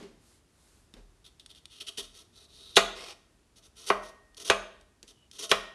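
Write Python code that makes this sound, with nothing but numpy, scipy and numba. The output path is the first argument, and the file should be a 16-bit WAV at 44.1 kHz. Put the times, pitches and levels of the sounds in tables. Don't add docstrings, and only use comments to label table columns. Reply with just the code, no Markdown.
import sys
import numpy as np
from scipy import signal
from scipy.fft import rfft, irfft
from scipy.io import wavfile
from scipy.ndimage import uniform_filter1d
from numba import njit

SR = 44100
rng = np.random.default_rng(int(sys.argv[2]) if len(sys.argv) > 2 else 0)


def transcribe(signal):
    frames = np.atleast_2d(signal).T
    limited = np.clip(frames, -1, 1)
    pcm = np.round(limited * 32767).astype(np.int16)
    wavfile.write(sys.argv[1], SR, pcm)


N = 253134
T = np.arange(N) / SR
RING = T[:SR]

# f/Hz, level/dB
AIR_SPECTRUM = [(18, -24.5), (40, 5), (65, 5.5), (145, -4), (350, -5), (500, -12.5), (1200, -16.5),
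                (2400, -20.5), (6300, -22.5), (10000, -24.5), (12000, -29)]
# t/s, bump level/dB, time constant/s, hollow note level/dB, counter level/dB
SOFT_BUMPS = [(0.0, -47.5, 0.076, -58, -74), (0.027, -47, 0.019, -45.5, -74), (.939, -53, 0.027, -75, -52),
              (0.967, -53, 0.037, -68, -67), (1.980, -50, 0.025, -43, -57), (5.034, -55, .018, -66, -77)]
# f/Hz, level/dB
BUMP_SPECTRUM = [(50, -8.5), (130, -8), (230, 5.5), (300, -3.5), (390, 0.5), (600, -9), (1200, -16),
                 (2500, -16.5), (5000, -21), (12000, -34.5)]
# t/s, duration/s, level/dB
ARM_MOVES = [(0.182, 0.24, -64), (0.488, 0.42, -66)]
# f/Hz, level/dB
CLOTH_SPECTRUM = [(200, 0), (1500, -0.5), (2600, -4.5), (4000, 0), (6000, -1.5), (9500, 0.5), (12000, -5)]
# t/s, level/dB
SHARP_TICKS = [(.939, -39), (1.3973, -42), (1.4613, -35), (1.503, -44), (1.549, -43), (1.6555, -33),
               (4.346, -44), (4.8115, -47.5), (5.029, -34), (5.079, -44.5), (5.3137, -36)]
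# f/Hz, level/dB
TICK_SPECTRUM = [(100, -17), (400, -10), (900, -13), (1900, -3.5), (2900, -1.5), (4200, 0.5), (6300, -1.5),
                 (9500, -3), (12500, -10.5)]
# t/s, duration/s, level/dB
KNIFE_PUSHES = [(1.24, 0.035, -54.5), (1.395, 0.0038, -51), (1.49, 0.026, -55), (1.551, 0.03, -58),
                (1.694, 0.093, -56), (1.799, .018, -43), (1.865, 0.026, -40.5), (1.97, 0.0274, -34),
                (1.99, 0.061, -52), (2.13, 0.086, -53), (2.322, 0.13, -58.5), (2.466, 0.35, -56),
                (3.555, 0.033, -55.5), (3.619, 0.05, -57), (3.751, 0.11, -50), (3.862, 0.03, -35),
                (4.015, 0.081, -54), (4.366, 0.013, -44), (4.39, 0.036, -44.5), (4.443, 0.045, -36.5),
                (5.07, 0.04, -54.5), (5.319, 0.057, -53), (5.383, 0.027, -38.5), (5.421, 0.029, -36.5),
                (5.491, 0.0084, -37.5)]
# f/Hz, level/dB
CELL_SPECTRUM = [(100, -21.5), (400, -9.5), (800, -15.5), (1100, -11.5), (1600, -10.5), (2100, -8.5),
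                 (2900, -3), (4200, -0.5), (4900, -4.5), (6300, -1.5), (7900, -7), (9500, -4),
                 (12500, -10.5)]
# t/s, lower f/Hz, lower level/dB, upper level/dB
BLADE_RESONANCES = [(1.3, 3460, 11, -21), (1.898, 3100, 13.5, -13), (2.15, 3460, 2, -5),
                    (2.448, 3920, 9.5, -13), (2.759, 3730, 13, -14), (3.5, 3376, -2, -5.5),
                    (5.3, 3300, 5, 3)]
# f/Hz, level/dB, T60/s
BOARD_MODES = [(198.7, -28.5, 0.37), (214, -22.5, 0.049), (380, -23.5, 0.035), (408.4, -16.5, .08),
               (428, -22.5, 0.052), (615, -35.5, 0.39), (670, -23, 0.1), (870, -33.5, 0.045),
               (1076, -30, 0.22), (1130, -18, 0.064), (1215, -26, 0.15), (1301, -25.5, 0.1),
               (1476, -26.5, 0.096), (1900, -28, 0.12), (2370, -21.5, 0.078), (2510, -27.5, 0.14),
               (2794, -31, 0.15), (2934, -28.5, 0.11), (3324, -32, 0.16), (3540, -27.5, 0.05),
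               (3880, -26, 0.08), (4320, -40.5, 0.094), (5380, -36, 0.073), (6560, -37.5, 0.034)]
# t/s, blow level/dB, contact cut-off f/Hz, edge level/dB, edge lead/s,
# plate level/dB, crack level/dB, tear level/dB
IMPACTS = [(2.77, 5, 7166, 0.5, .0026, -56, -19.5, -20), (3.9017, 0.5, 1700, -14, 0.00023, -50, -37, -41),
           (4.4994, 2, 4870, -6.5, 0.00013, -60.5, -9, -36),
           (5.5148, 0, 4130, -4, 0.00013, -44.5, -9, -26.5)]
# f/Hz, level/dB
CLACK_SPECTRUM = [(50, -17), (120, -11), (280, -13.5), (450, 1.5), (800, 1), (1400, .5), (1650, -4),
                  (2000, 0), (3300, -7.5), (4300, -5.5), (5100, -10.5), (6500, -8), (9000, -11.5),
                  (12000, -12)]
# delay/s, nominal f/Hz, level/dB, swell time/s
EDGE_CLICKS = [(.0004, 2986, 0.5, .00036), (.0017, 5690, -10, 0.00028), (.0026, 1744, -11, .00044)]
# f/Hz, level/dB
RASP_SPECTRUM = [(100, -20.5), (280, -9.5), (400, 1.5), (600, -5), (1150, -3), (1600, -12.5), (3000, -2.5),
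                 (4500, -6), (5700, -6.5), (8000, -12.5), (12000, -19.5)]
# start f/Hz, end f/Hz, bandwidth/Hz, level/dB
DRAG_RESONANCES = [(563, 806, 93, 5), (2020, 2350, 130, 9)]
# t/s, duration/s, f/Hz, bandwidth/Hz, level/dB
WET_SQUEAK = (5.13, .17, 2960, 70, -69)
# f/Hz, level/dB
ROOM_SPECTRUM = [(60, -7), (250, -2.5), (400, -6), (650, 1), (1150, -0.5), (1800, -2.5), (2700, -5.5),
                 (4500, -3.5), (7000, -0.5), (12000, -1)]
# f/Hz, T60/s
ROOM_DECAY = [(100, .55), (400, .58), (1000, 0.51), (3000, 0.56), (6000, 0.42), (12000, 0.35)]

COUNTER_HZ, COUNTER_SWELL_S = 39.5, 0.073


def undb(db):
    return 10 ** (np.asarray(db) / 20)


def unit(x):
    return x / np.sqrt(np.mean(x ** 2))


def on_log(points, hz):
    f, value = np.transpose(points)
    return np.interp(np.log(np.maximum(hz, 1)), np.log(f), value)


def colour(x, spectrum):
    hz = np.arange(len(x) // 2 + 1) * SR / len(x)
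    return irfft(rfft(x) * unit(undb(on_log(spectrum, hz))), len(x))


def through(x, response):
    return signal.fftconvolve(x, response / np.linalg.norm(response))[:len(x)]


def add(out, s, x):
    i = max(int(s * SR), 0)
    out[i:i + len(x)] += x[:N - i]


def grains(per_s, spread_db):
    impulses = (rng.random(N) < per_s / SR) * rng.choice([-1, 1], N)
    return unit(impulses * undb(spread_db * np.minimum(rng.exponential(size=N), 4)))


def wander(per_s):
    step = max(int(SR / per_s), 1)
    held = np.repeat(rng.standard_normal(N // step + 1), step)[:N]
    return unit(uniform_filter1d(held, step))


@njit
def resonate(x, hz, width_hz):
    y, band_state, low_state = np.empty(len(x)), 0., 0.
    for i in range(len(x)):
        g, damping = np.tan(np.pi * hz[i] / SR), width_hz / hz[i]
        band = (band_state + g * (x[i] + 1e-18 - low_state)) / (1 + g * (g + damping))
        band_state = 2 * band - band_state
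        low_state += 2 * g * band
        y[i] = damping * band
    return y


def fade(t60):
    return np.exp(-np.log(1000) * RING / t60)


def burst(hz, swell_s):
    u = RING / swell_s
    return (u * np.exp(1 - u)) ** 2 * np.sin(2 * np.pi * hz * RING)


def stroke(s, length):
    return np.sin(np.pi * np.clip((T - s) / length, 0, 1))


def still_air(level_db=-65):
    return undb(level_db + .6 * wander(2.5)) * colour(rng.standard_normal(N), AIR_SPECTRUM)


def soft_bumps(hollow_hz=397, hollow_swell_s=0.02):
    out = np.zeros(N)
    for s, db, decay_s, hollow_db, counter_db in SOFT_BUMPS:
        bump = undb(db) * colour(rng.standard_normal(SR), BUMP_SPECTRUM) * np.exp(-RING / decay_s)
        hollow = undb(hollow_db) * burst(hollow_hz, hollow_swell_s)
        counter = undb(counter_db) * burst(COUNTER_HZ, COUNTER_SWELL_S)
        add(out, s, bump + hollow + counter)
    return out


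def sleeve():
    speed = sum(undb(db) * stroke(s, length) for s, length, db in ARM_MOVES)
    return speed * colour(rng.standard_normal(N), CLOTH_SPECTRUM)


def sharp_ticks(decay_s=0.0018, crack_delay_s=.0012):
    out = np.zeros(N)
    cracks = [(s + crack_delay_s, crack_db) for s, *_, crack_db, _ in IMPACTS]
    for s, db in [*SHARP_TICKS, *cracks]:
        add(out, s, undb(db) * rng.uniform(-1, 1, SR) * np.exp(-RING / decay_s))
    return colour(out, TICK_SPECTRUM)


def blade_ring(crackle, upper_hz=6150.):
    times, *columns = np.transpose(BLADE_RESONANCES)
    lower_hz, lower_db, upper_db = (np.interp(T, times, column) for column in columns)
    lower = undb(lower_db) * resonate(crackle, lower_hz, width_hz=560.)
    upper = undb(upper_db) * resonate(crackle, np.full(N, upper_hz), width_hz=1200.)
    return lower + upper


def push(length, ease_db=0.5, release_s=.009, creep_db=-19, creep_s=0.059):
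    bite_s = 0.0011 + .11 * length
    bite = (1 - np.exp(-RING / bite_s)) ** 2
    ease = undb(ease_db * (1 - np.minimum(RING / length, 1)))
    after = np.maximum(RING - length, 0)
    return bite * ease * np.maximum(np.exp(-after / release_s), undb(creep_db) * np.exp(-after / creep_s))


def cutting_forces(load_db=-11, load_db_per_s=4.5, tear_s=.013, tear_rise_db=19, release_s=0.0085):
    force, load = np.zeros((2, N))
    impact_s, *_, tear_db = np.transpose(IMPACTS)
    for s, length, db in KNIFE_PUSHES:
        to_impact_s = min(impact_s[impact_s >= s] - s, default=0)
        add(force, s, undb(db) * push(length))
        add(load, s, undb(db + load_db - load_db_per_s * to_impact_s) * push(length))
    rise = undb(tear_rise_db * np.minimum(RING / tear_s - 1, 0))
    release = np.exp(-np.maximum(RING - tear_s, 0) / release_s)
    for s, db in zip(impact_s, tear_db):
        add(force, s - tear_s, undb(db) * rise * release)
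    return force, load


def crunch(uneven_db=1.2, direct_db=-4.5, fruit_cutoff_hz=800):
    force, load = cutting_forces()
    ticks = sharp_ticks()
    cells = grains(per_s=8000, spread_db=3.5) * undb(uneven_db * wander(220))
    crackle = colour(cells * force, CELL_SPECTRUM) + ticks
    muffled_board = signal.lfilter(*signal.butter(1, fruit_cutoff_hz, fs=SR), board())
    return undb(direct_db) * (crackle + blade_ring(crackle)) + through(cells * load, muffled_board)


def board(scatter_db=1.07, detune=.008, travel_at_1khz_s=.0012, radiate_hz=340):
    out = np.zeros(SR)
    for (hz, db, t60), (louder, sharper) in zip(BOARD_MODES, rng.standard_normal((len(BOARD_MODES), 2))):
        age = np.maximum(RING - travel_at_1khz_s * np.sqrt(1000 / hz), 0)
        mode = np.sin(2 * np.pi * hz * (1 + detune * sharper) * age)
        out += undb(db + scatter_db * louder) * mode * fade(t60)
    return signal.lfilter(*signal.butter(3, radiate_hz, "high", fs=SR), out)


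def clack(level_db=-16, t60=0.093, rise_s=0.00031):
    modes = colour(rng.standard_normal(SR), CLACK_SPECTRUM)
    return undb(level_db) * modes * fade(t60) * (1 - np.exp(-RING / rise_s))


def knocks(plate_hz=1865, plate_t60=1.2, counter_db=-52.5):
    out = np.zeros(N)
    plate = np.sin(2 * np.pi * plate_hz * RING) * fade(plate_t60)
    counter = undb(counter_db) * burst(COUNTER_HZ, COUNTER_SWELL_S)
    for s, blow_db, contact_hz, edge_db, lead_s, plate_db, *_ in IMPACTS:
        knock = signal.lfilter(*signal.butter(2, contact_hz, fs=SR), board() + clack())
        add(out, s, undb(blow_db) * (knock + counter) + undb(plate_db) * plate)
        pitch_ratio = (contact_hz / 4360) ** 0.22
        for delay_s, hz, db, swell_s in EDGE_CLICKS:
            add(out, s - lead_s + delay_s, undb(edge_db + db) * burst(hz * pitch_ratio, swell_s))
    return out


def edge_drag(start_s=2.94, hold_s=.18, attack_s=0.034, release_s=0.021, level_db=-49.5, rise_db=2.5):
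    age = T - start_s
    travel = np.clip(age / hold_s, 0, 1)
    grip = np.clip(np.minimum(age / attack_s, 1 - (age - hold_s) / release_s), 0, 1)
    catches = colour(grains(per_s=2500, spread_db=2), RASP_SPECTRUM)
    chatter_db = 0.5 * wander(180)
    rasp = catches * grip * undb(level_db + rise_db * travel + chatter_db)
    return rasp + sum(undb(db) * resonate(rasp, start_hz + (end_hz - start_hz) * travel, float(width_hz))
                      for start_hz, end_hz, width_hz, db in DRAG_RESONANCES)


def blade_squeak():
    s, length, hz, width_hz, db = WET_SQUEAK
    mode = resonate(rng.standard_normal(N), np.full(N, float(hz)), float(width_hz))
    return undb(db) * stroke(s, length) * unit(mode)


def near_echoes(x, echo_db=-5, t60=0.018):
    echoes = through(x, rng.standard_normal(SR) * fade(t60))
    return (x + undb(echo_db) * echoes) / np.hypot(1, undb(echo_db))


def kitchen(x, wet_db=-11, build_s=0.0022):
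    hz = np.arange(SR // 2 + 1)
    spectrum = rfft(colour(rng.standard_normal(SR), ROOM_SPECTRUM))
    centres, t60s = np.transpose(ROOM_DECAY)
    tail = np.zeros(SR)
    for weights, t60 in zip(np.eye(len(t60s)), t60s):
        band = irfft(spectrum * on_log(np.c_[centres, weights], hz), SR)
        tail += band * fade(t60)
    build = 1 - np.exp(-(RING / build_s) ** 2)
    return x + undb(wet_db) * through(x, tail * build)


def scene():
    air = still_air()
    board_sounds = knocks() + near_echoes(crunch() + edge_drag()) + soft_bumps()
    return (kitchen(board_sounds) + blade_squeak() + sleeve() + air)[None]


def record(dry, ceiling=.76, top_hz=11900):
    rounded = dry / (1 + (dry / ceiling) ** 6) ** (1 / 6)
    return signal.sosfilt(signal.ellip(8, .2, 70, top_hz, fs=SR, output="sos"), rounded)


dry = scene()
out = record(dry)
transcribe(out)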